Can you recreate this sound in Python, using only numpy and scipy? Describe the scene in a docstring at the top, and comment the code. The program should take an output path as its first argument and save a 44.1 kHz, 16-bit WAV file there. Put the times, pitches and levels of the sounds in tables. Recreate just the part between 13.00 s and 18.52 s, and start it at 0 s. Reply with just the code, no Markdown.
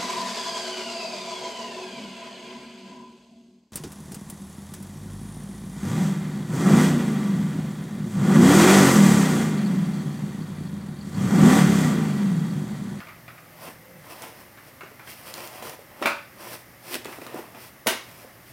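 """Raising a stroller's seat back

A bedroom, with a small, nearly mono camera microphone in earshot of the stroller. A hand raises the seat
back: the plastic frame ticks and knocks, the latch snaps twice into a notch, and the canopy and seat
fabric rustle. The room answers briefly; under it all lie a low hum and the microphone's hiss."""
import sys
import numpy as np
from scipy import signal
from scipy.fft import rfft, irfft, next_fast_len
from scipy.io import wavfile
from scipy.ndimage import map_coordinates

SR = 44100
rng = np.random.default_rng(int(sys.argv[2]) if len(sys.argv) > 2 else 0)


def transcribe(u):
    """Save the signal u as a 16-bit wav file named by the first command-line argument.

    u: samples, shape (n,) or (channels, n), limited to [-1, 1]; the rate is SR.
    q: integer samples, one column per channel.
    """
    v = np.clip(np.atleast_2d(u).T, -1, 1)
    q = np.round(v * 32767).astype(np.int16)
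    wavfile.write(sys.argv[1], SR, q)


N = 243431

# Levels in the tables are relative; each source adds its own gain.
# seat back knocking on its frame: t/s, ring level/dB, thud level/dB, crack level/dB
KNOCKS = [(1.2207, -35.5, -43, -42.5), (2.0739, -35.5, -47, -46), (2.6233, -33.5, -35, -40),
          (3.0245, -17.5, -27, -41), (3.0575, -9.5, -29, -28), (4.054, -29, -39, -54),
          (4.126, -31.5, -60, -52), (4.2156, -36.5, -46, -49), (4.2657, -34.5, -37.5, -45.5),
          (4.5469, -37.5, -41.5, -58), (4.869, -12.5, -24, -17)]
# latch pawl springing home: t/s, level/dB, f/Hz, t60/s, frame jolt/dB, housing ring/dB
LATCH_SNAPS = [(3.0575, -8.5, 2305, 0.019, -19.5, -25.5), (4.8696, -28, 3120, 0.064, -45, -20)]
# modes of the seat frame and of the latch housing: f/Hz, level/dB, t60/s
FRAME_MODES = [(572, 2, 0.37), (674, 0, 0.14), (1080, 1, .24), (1110, -1, 0.36), (1174, -5, 0.6),
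               (1274, 2.5, 0.39), (1308, -2, 0.37), (1399, 2, 0.37), (1560, -4, .18), (1950, 11, 0.18),
               (2050, 0, 0.23), (2210, -6, 0.21), (2330, -3, .28), (2517, -3, 0.26), (2600, 1, .22),
               (2730, -3, 0.3), (3036, -6, 0.2), (3677, -9, .22), (4060, -20, .22)]
HOUSING_MODES = [(651, 5.5, 0.19), (1490, -12, 0.27), (1553, -3.5, 0.31), (1625, -6, 0.22),
                 (1815, -8, 0.15)]
# spectra of a knock's board thud, plastic shell and hard edge, and of a padded bump: f/Hz, level/dB
THUD_SPECTRUM = [(25, -76), (60, -27), (120, -15), (180, -16), (235, 3.5), (290, -8.5), (360, 0.5),
                 (420, -11.5), (480, -5.5), (540, -7.5), (660, -1), (850, -15), (1300, -13.5), (3000, -38)]
SHELL_SPECTRUM = [(50, -81), (400, -31.5), (800, -3.5), (1250, 0.5), (1800, -3), (2400, 1), (3100, -11.5),
                  (4500, -15.5), (9000, -29)]
CRACK_SPECTRUM = [(50, -67), (1200, -26.5), (3000, 5.5), (4500, -1.5), (6500, -4.5), (8500, -4),
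                  (10000, -0.5), (11500, -6), (15500, -4.5)]
BUMP_SPECTRUM = [(25, -67), (60, -30), (120, -13), (180, -15.5), (240, -0.5), (380, -1.5), (490, -2.5),
                 (660, -7), (900, -15), (1400, -25), (3000, -36)]
# padded board taking a load: t/s, level/dB
BOARD_BUMPS = [(0.677, -40), (1.83, -40.5), (1.913, -45.5), (2.653, -37), (2.789, -42), (3.015, -27),
               (3.052, -29.5), (3.908, -40), (3.936, -37.5), (3.952, -30.5), (4.055, -33.5), (4.087, -39),
               (4.183, -37), (4.217, -36.5), (4.342, -30.5), (4.355, -33.5), (4.385, -33.5), (4.861, -24.5),
               (4.868, -25.5), (5.244, -41.5)]
# loose fittings rattling as the hand works the lever: t/s, level/dB, f/Hz
FITTING_TICKS = [(0.0034, -31.5, 1420), (0.0704, -36.5, 1280), (0.0848, -35, 1210), (0.2798, -33.5, 1300),
                 (0.379, -39.5, 1272), (0.6703, -38.5, 1590), (1.5725, -39, 1590), (1.8083, -31, 1355),
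                 (1.834, -38, 1290), (1.9944, -35, 1350)]
# folds of stiff cloth flipping over: t/s, level/dB, brightest f/Hz
FOLD_FLIPS = [(1.221, -30, 10100), (2.3398, -22, 5700), (2.3792, -31, 3200), (2.4047, -29.5, 2780),
              (2.4744, -29, 5130), (2.6958, -26, 2840), (3.934, -30, 5000), (3.943, -15, 3100),
              (3.95, -24, 2850), (3.9543, -18, 2570), (4.047, -27.5, 4230), (4.057, -29.5, 2600),
              (4.2662, -34, 5530)]
# hand and arm sweeping the cloth: fastest at t/s, rise/s, fall/s, hiss level/dB, rub over hiss/dB
HAND_STROKES = [(.67, 0.095, 0.059, -48, 3.5), (1.11, 0.064, 0.11, -48, 3.5), (1.25, 0.047, 0.084, -48, 4),
                (1.4, 0.052, 0.067, -53, 2.5), (1.68, 0.044, 0.033, -55, 3), (2.1, 0.037, .045, -43.5, -7),
                (2.19, 0.033, 0.024, -48.5, -5), (2.28, 0.044, 0.086, -47, -1.5),
                (2.44, 0.13, 0.075, -44, 2.5), (2.69, 0.27, 0.081, -45, 4), (3.01, 0.068, 0.023, -55, 11),
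                (3.46, 0.061, 0.051, -43.5, 3.5), (3.52, .04, 0.065, -42.5, -1.5),
                (3.933, 0.054, 0.038, -36.5, -3), (4.09, 0.046, 0.12, -52, 4), (4.24, 0.14, 0.077, -52, -2),
                (4.38, 0.095, 0.085, -50, 9.5), (4.57, 0.026, 0.047, -55, 10.5),
                (4.63, .04, 0.057, -46, -3.5), (5.16, 0.11, 0.11, -51, -0.5), (5.5, .05, .05, -55.5, -7)]
# spectra of sliding cloth and of the padding under it: f/Hz, level/dB
CLOTH_SPECTRUM = [(710, -40.5), (1200, -9.5), (1710, -9), (1870, -4), (2550, -4.5), (3760, -11),
                  (5370, -6.5), (6600, -15.5), (9720, -8), (11200, -11.5), (12300, -10), (14800, -7),
                  (15800, -16.5)]
PADDING_SPECTRUM = [(76, -38.5), (130, -5), (189, -10), (350, 1), (407, -9), (473, 0.5), (733, -1),
                    (800, -5.5), (942, -0.5), (1640, -11.5), (2600, -14), (3380, -17), (5720, -120)]
# faint groans of the loaded frame: t/s, length/s, f/Hz, level/dB
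FRAME_GROANS = [(.72, 0.35, 520, -55.5), (0.86, 0.16, 186, -55), (.88, 0.3, 154, -56.5)]
# spectra of the room tone and of the microphone's self-noise: f/Hz, level/dB
ROOM_TONE_SPECTRUM = [(15, -51), (25, -17), (104, -2), (240, -5), (325, -7.5), (389, -8), (438, -13),
                      (558, -6), (753, -10.5), (816, -9), (939, -14), (1170, -9.5), (1400, -13),
                      (2090, -8.5), (3000, -38), (3900, -47), (6600, -120)]
MIC_HISS_SPECTRUM = [(1800, -10.5), (2600, 1), (4000, -5), (5200, -2), (7000, -6.5), (8500, -6.5),
                     (10300, -1), (11300, -12), (12500, 1.5), (13600, 0), (14400, 0.5), (15800, -7.5)]
# the bedroom's reverberation: f/Hz, t60/s
ROOM_DECAY = [(120, 0.11), (300, 0.35), (700, 0.37), (2000, 0.41), (5000, 0.39), (13000, 0.24)]
# what differs between left and right on the knocks: f/Hz, level/dB
SIDE_SPECTRUM = [(25, -22), (80, -27), (400, -24), (1000, -37), (2500, -44), (8000, -43), (12000, -45)]
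# the microphone's channel balance: f/Hz, left minus right/dB
MIC_BALANCE = [(300, -.7), (600, -.45), (1000, -.1), (9000, -.15), (12000, 0)]

REBOUND_OVER_DB, REBOUND_S, REBOUND_LOSS_DB = -21, 0.0128, 8  # bounce threshold, flight, loss per bounce
STROKE_DROP_DB = 8.5  # one rise or fall time away from the peak
STROKE_ROUNDNESS = 1.38  # 1 = pointed, 2 = bell
HUM_HZ, HUM_DB, HUM_WAVER_DB = 119.8, -60.5, 3.5
DRONE_HZ, DRONE_DB, DRONE_HOLD_S, DRONE_FADE_DB_PER_S = 161.5, -54.5, 0.69, 65
LOW_CUT_HZ, TOP_HZ = 42, 15950


def frame_knocks():
    """Each contact thuds in the seat board, rings the frame and cracks at the hard edge."""
    track = np.zeros(N)
    for s, ring_db, thud_db, crack_db in rebounds():
        thud = amp(thud_db - 3) * struck(burst(THUD_SPECTRUM, t60=0.04))
        shell = amp(ring_db - 10.5) * struck(burst(SHELL_SPECTRUM, t60=0.043))
        crack = amp(crack_db - 3) * struck(swell(0.0012) * burst(CRACK_SPECTRUM, t60=0.051))
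        add(track, s, in_room(thud + shell + crack, wet_db=0.5))
        add(track, s, amp(ring_db - 18) * struck_modes(FRAME_MODES))
    return track


def rebounds():
    """Every contact in turn: a hard one bounces and strikes again, weaker each time."""
    for s, *levels_db in KNOCKS:
        for bounce in range(4):
            ring_db, thud_db, crack_db = np.array(levels_db) - bounce * REBOUND_LOSS_DB
            yield s + bounce * REBOUND_S, ring_db, thud_db, crack_db
            if ring_db < REBOUND_OVER_DB:
                break


def latch():
    """The sprung pawl drops into its notch, ringing its housing and jolting the whole frame."""
    track = np.zeros(N)
    for s, db, hz, t60, jolt_db, housing_db in LATCH_SNAPS:
        frame = amp(jolt_db) * struck_modes(FRAME_MODES)
        housing = amp(housing_db) * struck_modes(HOUSING_MODES)
        pawl = in_room(amp(db) * ring(hz, t60), wet_db=-9)
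        add(track, s, pawl + swell(0.0056) * (frame + housing))
    return track


def board_bumps():
    """Padding softens the blow, so the board's low modes dominate."""
    track = np.zeros(N)
    for s, db in BOARD_BUMPS:
        push = swell(0.0016) * fade(0.043) * rng.standard_normal(SR // 2)
        bump = amp(db - 1.5) * struck(coloured(push, BUMP_SPECTRUM))
        add(track, s, in_room(bump, wet_db=-6))
    return track


def fitting_ticks():
    """A light fitting taps the frame, then rings on at its own pitch."""
    track = np.zeros(N)
    for s, db, hz in FITTING_TICKS:
        shell = struck(burst(SHELL_SPECTRUM, t60=0.066))
        thud = amp(-7.5) * struck(burst(THUD_SPECTRUM, t60=0.048))
        crack = amp(-29) * struck(burst(CRACK_SPECTRUM, t60=0.026))
        resonance = [(hz / 2, -50), (hz * 0.73, -20), (hz, 0), (hz * 1.3, -14), (hz * 2, -50)]
        ringing = struck(swell(0.0059) * burst(resonance, t60=0.3))
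        tap = in_room(shell + thud + crack, wet_db=0)
        add(track, s, amp(db - 9.5) * (tap + ringing))
    return track


def fold_flips():
    """A fold of cloth flips with a very short tick; smaller folds are brighter."""
    track = np.zeros(N)
    for s, db, hz in FOLD_FLIPS:
        colour = [(50, -60), (hz / 4, -14), (hz * 0.54, -5), (hz, 0), (hz * 1.16, -6), (15000, -11)]
        tick = amp(db - 14) * struck(burst(colour, t60=0.011))
        add(track, s, in_room(tick, wet_db=-6))
    return track


def cloth_rustle():
    """Sliding fabric hisses, and the padding under it gives a duller rub."""
    hiss_gain, rub_gain = hand_strokes()
    grip = wobble(35)
    hiss = coloured(thread_slips(per_s=9000, grain_db=3), CLOTH_SPECTRUM)
    hiss = unit(in_room(hiss, wet_db=-3))
    rub = coloured(thread_slips(per_s=1200, grain_db=2), PADDING_SPECTRUM)
    rub = unit(in_room(rub, wet_db=-0.5))
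    return hiss_gain * amp(1.5 + 1.6 * grip) * hiss + rub_gain * amp(1.5 * grip) * rub


def hand_strokes():
    """Gains of hiss and rub: each stroke speeds up and slows; a firmer one rubs the padding more."""
    t = np.arange(N) / SR
    hiss_power, rub_power = np.zeros((2, N))
    for s, rise, fall, db, press_db in HAND_STROKES:
        from_peak = np.maximum((s - t) / rise, (t - s) / fall)
        power = amp(db - STROKE_DROP_DB * from_peak ** STROKE_ROUNDNESS) ** 2
        hiss_power += power
        rub_power += power * amp(press_db) ** 2
    return np.sqrt(hiss_power), np.sqrt(rub_power)


def thread_slips(per_s, grain_db):
    """Threads catch and slip at random moments, a few much harder than the rest."""
    slips = rng.random(N) < per_s / SR
    return slips * rng.standard_normal(N) * amp(grain_db * np.minimum(rng.exponential(size=N), 4))


def frame_groans():
    """Parts under load rub briefly in one narrow resonance."""
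    track = np.zeros(N)
    for s, length, hz, db in FRAME_GROANS:
        count = int(length * SR)
        band = [(hz / 2, -60), (hz * 0.78, -20), (hz, 0), (hz * 1.09, -20), (hz * 2, -60)]
        rub = unit(coloured(rng.standard_normal(SR), band)[-count:])
        add(track, s, amp(db) * np.sqrt(np.hanning(count)) * rub)
    return track


def in_room(x, wet_db):
    """Direct sound plus the bedroom's answer, which builds up as the first walls reply."""
    hz, t, noise = signal.stft(rng.standard_normal(SR // 2), SR, nperseg=256)
    decay = np.exp(-np.log(1000) * t / along(ROOM_DECAY, hz)[:, None])
    build_up = 1 - np.exp(-t / 0.0031)
    _, tail = signal.istft(noise * decay * build_up, SR, nperseg=256)
    reverb = unit(signal.fftconvolve(x, tail)[:len(x)])
    return x + amp(wet_db) * np.std(x) * reverb


def background():
    """Room tone, the microphone's own hiss, mains hum and a low tone that holds, then dies away."""
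    t = np.arange(N) / SR
    room_tone = amp(-51.5) * unit(coloured(rng.standard_normal(N), ROOM_TONE_SPECTRUM))
    hiss = amp(-55) * unit(coloured(rng.standard_normal(N), MIC_HISS_SPECTRUM))
    hum = amp(HUM_DB + HUM_WAVER_DB * wobble(7.1)) * np.sin(2 * np.pi * HUM_HZ * t)
    drone_db = DRONE_DB - DRONE_FADE_DB_PER_S * np.maximum(t - DRONE_HOLD_S, 0)
    drone = amp(drone_db) * np.sin(2 * np.pi * DRONE_HZ * t)
    return room_tone + hiss + hum + drone


def struck_modes(modes):
    """A part's modes, with new strengths for each blow."""
    return struck(sum(amp(db + rng.standard_normal()) * ring(hz, t60) for hz, db, t60 in modes))


def ring(hz, t60):
    """One damped mode, pushed either way; the air follows its velocity."""
    motion = swell(0.00016) * fade(t60) * np.sin(2 * np.pi * hz * np.arange(SR // 2) / SR)
    return rng.choice([-1, 1]) * np.diff(motion, prepend=0) * SR / (2 * np.pi * hz)


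def burst(spectrum, t60):
    """Many close, damped modes: a coloured burst of noise."""
    return coloured(fade(t60) * rng.standard_normal(SR // 2), spectrum)


def coloured(x, spectrum):
    """Causal filter through points of f/Hz, level/dB."""
    size = 2 * next_fast_len(len(x) // 2 + 2048)
    gain = amp(along(spectrum, np.fft.rfftfreq(size, 1 / SR)))
    cepstrum = irfft(np.log(gain), size)
    cepstrum[1:size // 2] *= 2  # folding onto positive time gives minimum phase
    cepstrum[size // 2 + 1:] = 0
    return irfft(rfft(x, size) * np.exp(rfft(cepstrum)), size)[:len(x)]


def swell(seconds):
    """An attack that rises towards 1 with this time constant."""
    return 1 - np.exp(-np.arange(SR // 2) / SR / seconds)


def fade(t60):
    """Half a second of exponential decay."""
    return np.exp(-np.log(1000) * np.arange(SR // 2) / SR / t60)


def wobble(rate):
    """A smooth random curve, rate knots a second."""
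    knots = rng.standard_normal(int(N * rate / SR) + 4)
    return map_coordinates(knots, [np.arange(N) * rate / SR])


def along(points, hz):
    """Read points of f/Hz, value on a log frequency axis."""
    freqs, values = np.transpose(points)
    return np.interp(np.log(hz + 1), np.log(freqs + 1), values)


def struck(x):
    """Scale a hit to the energy of a hundredth of a second at rms 1."""
    return x / np.sqrt(np.sum(x ** 2) / (SR // 100) + 1e-20)


def unit(x):
    """Scale to rms 1."""
    return x / np.sqrt(np.mean(x ** 2) + 1e-20)


def amp(db):
    """Decibels to gain."""
    return 10 ** (np.asarray(db) / 20)


def add(track, s, x):
    """Mix x into the track at time s."""
    start = max(round(s * SR), 0)
    track[start:start + len(x)] += x[:N - start]


def scene():
    """The loud knocks differ a little between left and right; the rest is mono."""
    knocks = board_bumps() + frame_knocks() + latch()
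    mid = knocks + fitting_ticks() + fold_flips() + cloth_rustle() + frame_groans() + background()
    smear = rng.standard_normal(SR // 2) * fade(0.02)
    smeared_knocks = signal.fftconvolve(knocks, smear / np.linalg.norm(smear))[:N]
    side = coloured(smeared_knocks, SIDE_SPECTRUM)
    return np.array([mid + side, mid - side])


def record(dry):
    """The camera microphone loses deep bass, a shade less on the right, and all above its band limit."""
    size = next_fast_len(N + SR // 2)
    hz = np.fft.rfftfreq(size, 1 / SR)
    balance = amp(np.outer([0.5, -0.5], along(MIC_BALANCE, hz)))
    thin = signal.sosfilt(signal.butter(2, LOW_CUT_HZ, "highpass", fs=SR, output="sos"), dry)
    return irfft(rfft(thin, size) * balance * (hz < TOP_HZ), size)[:, :N]


dry = scene()
out = record(dry)
transcribe(out)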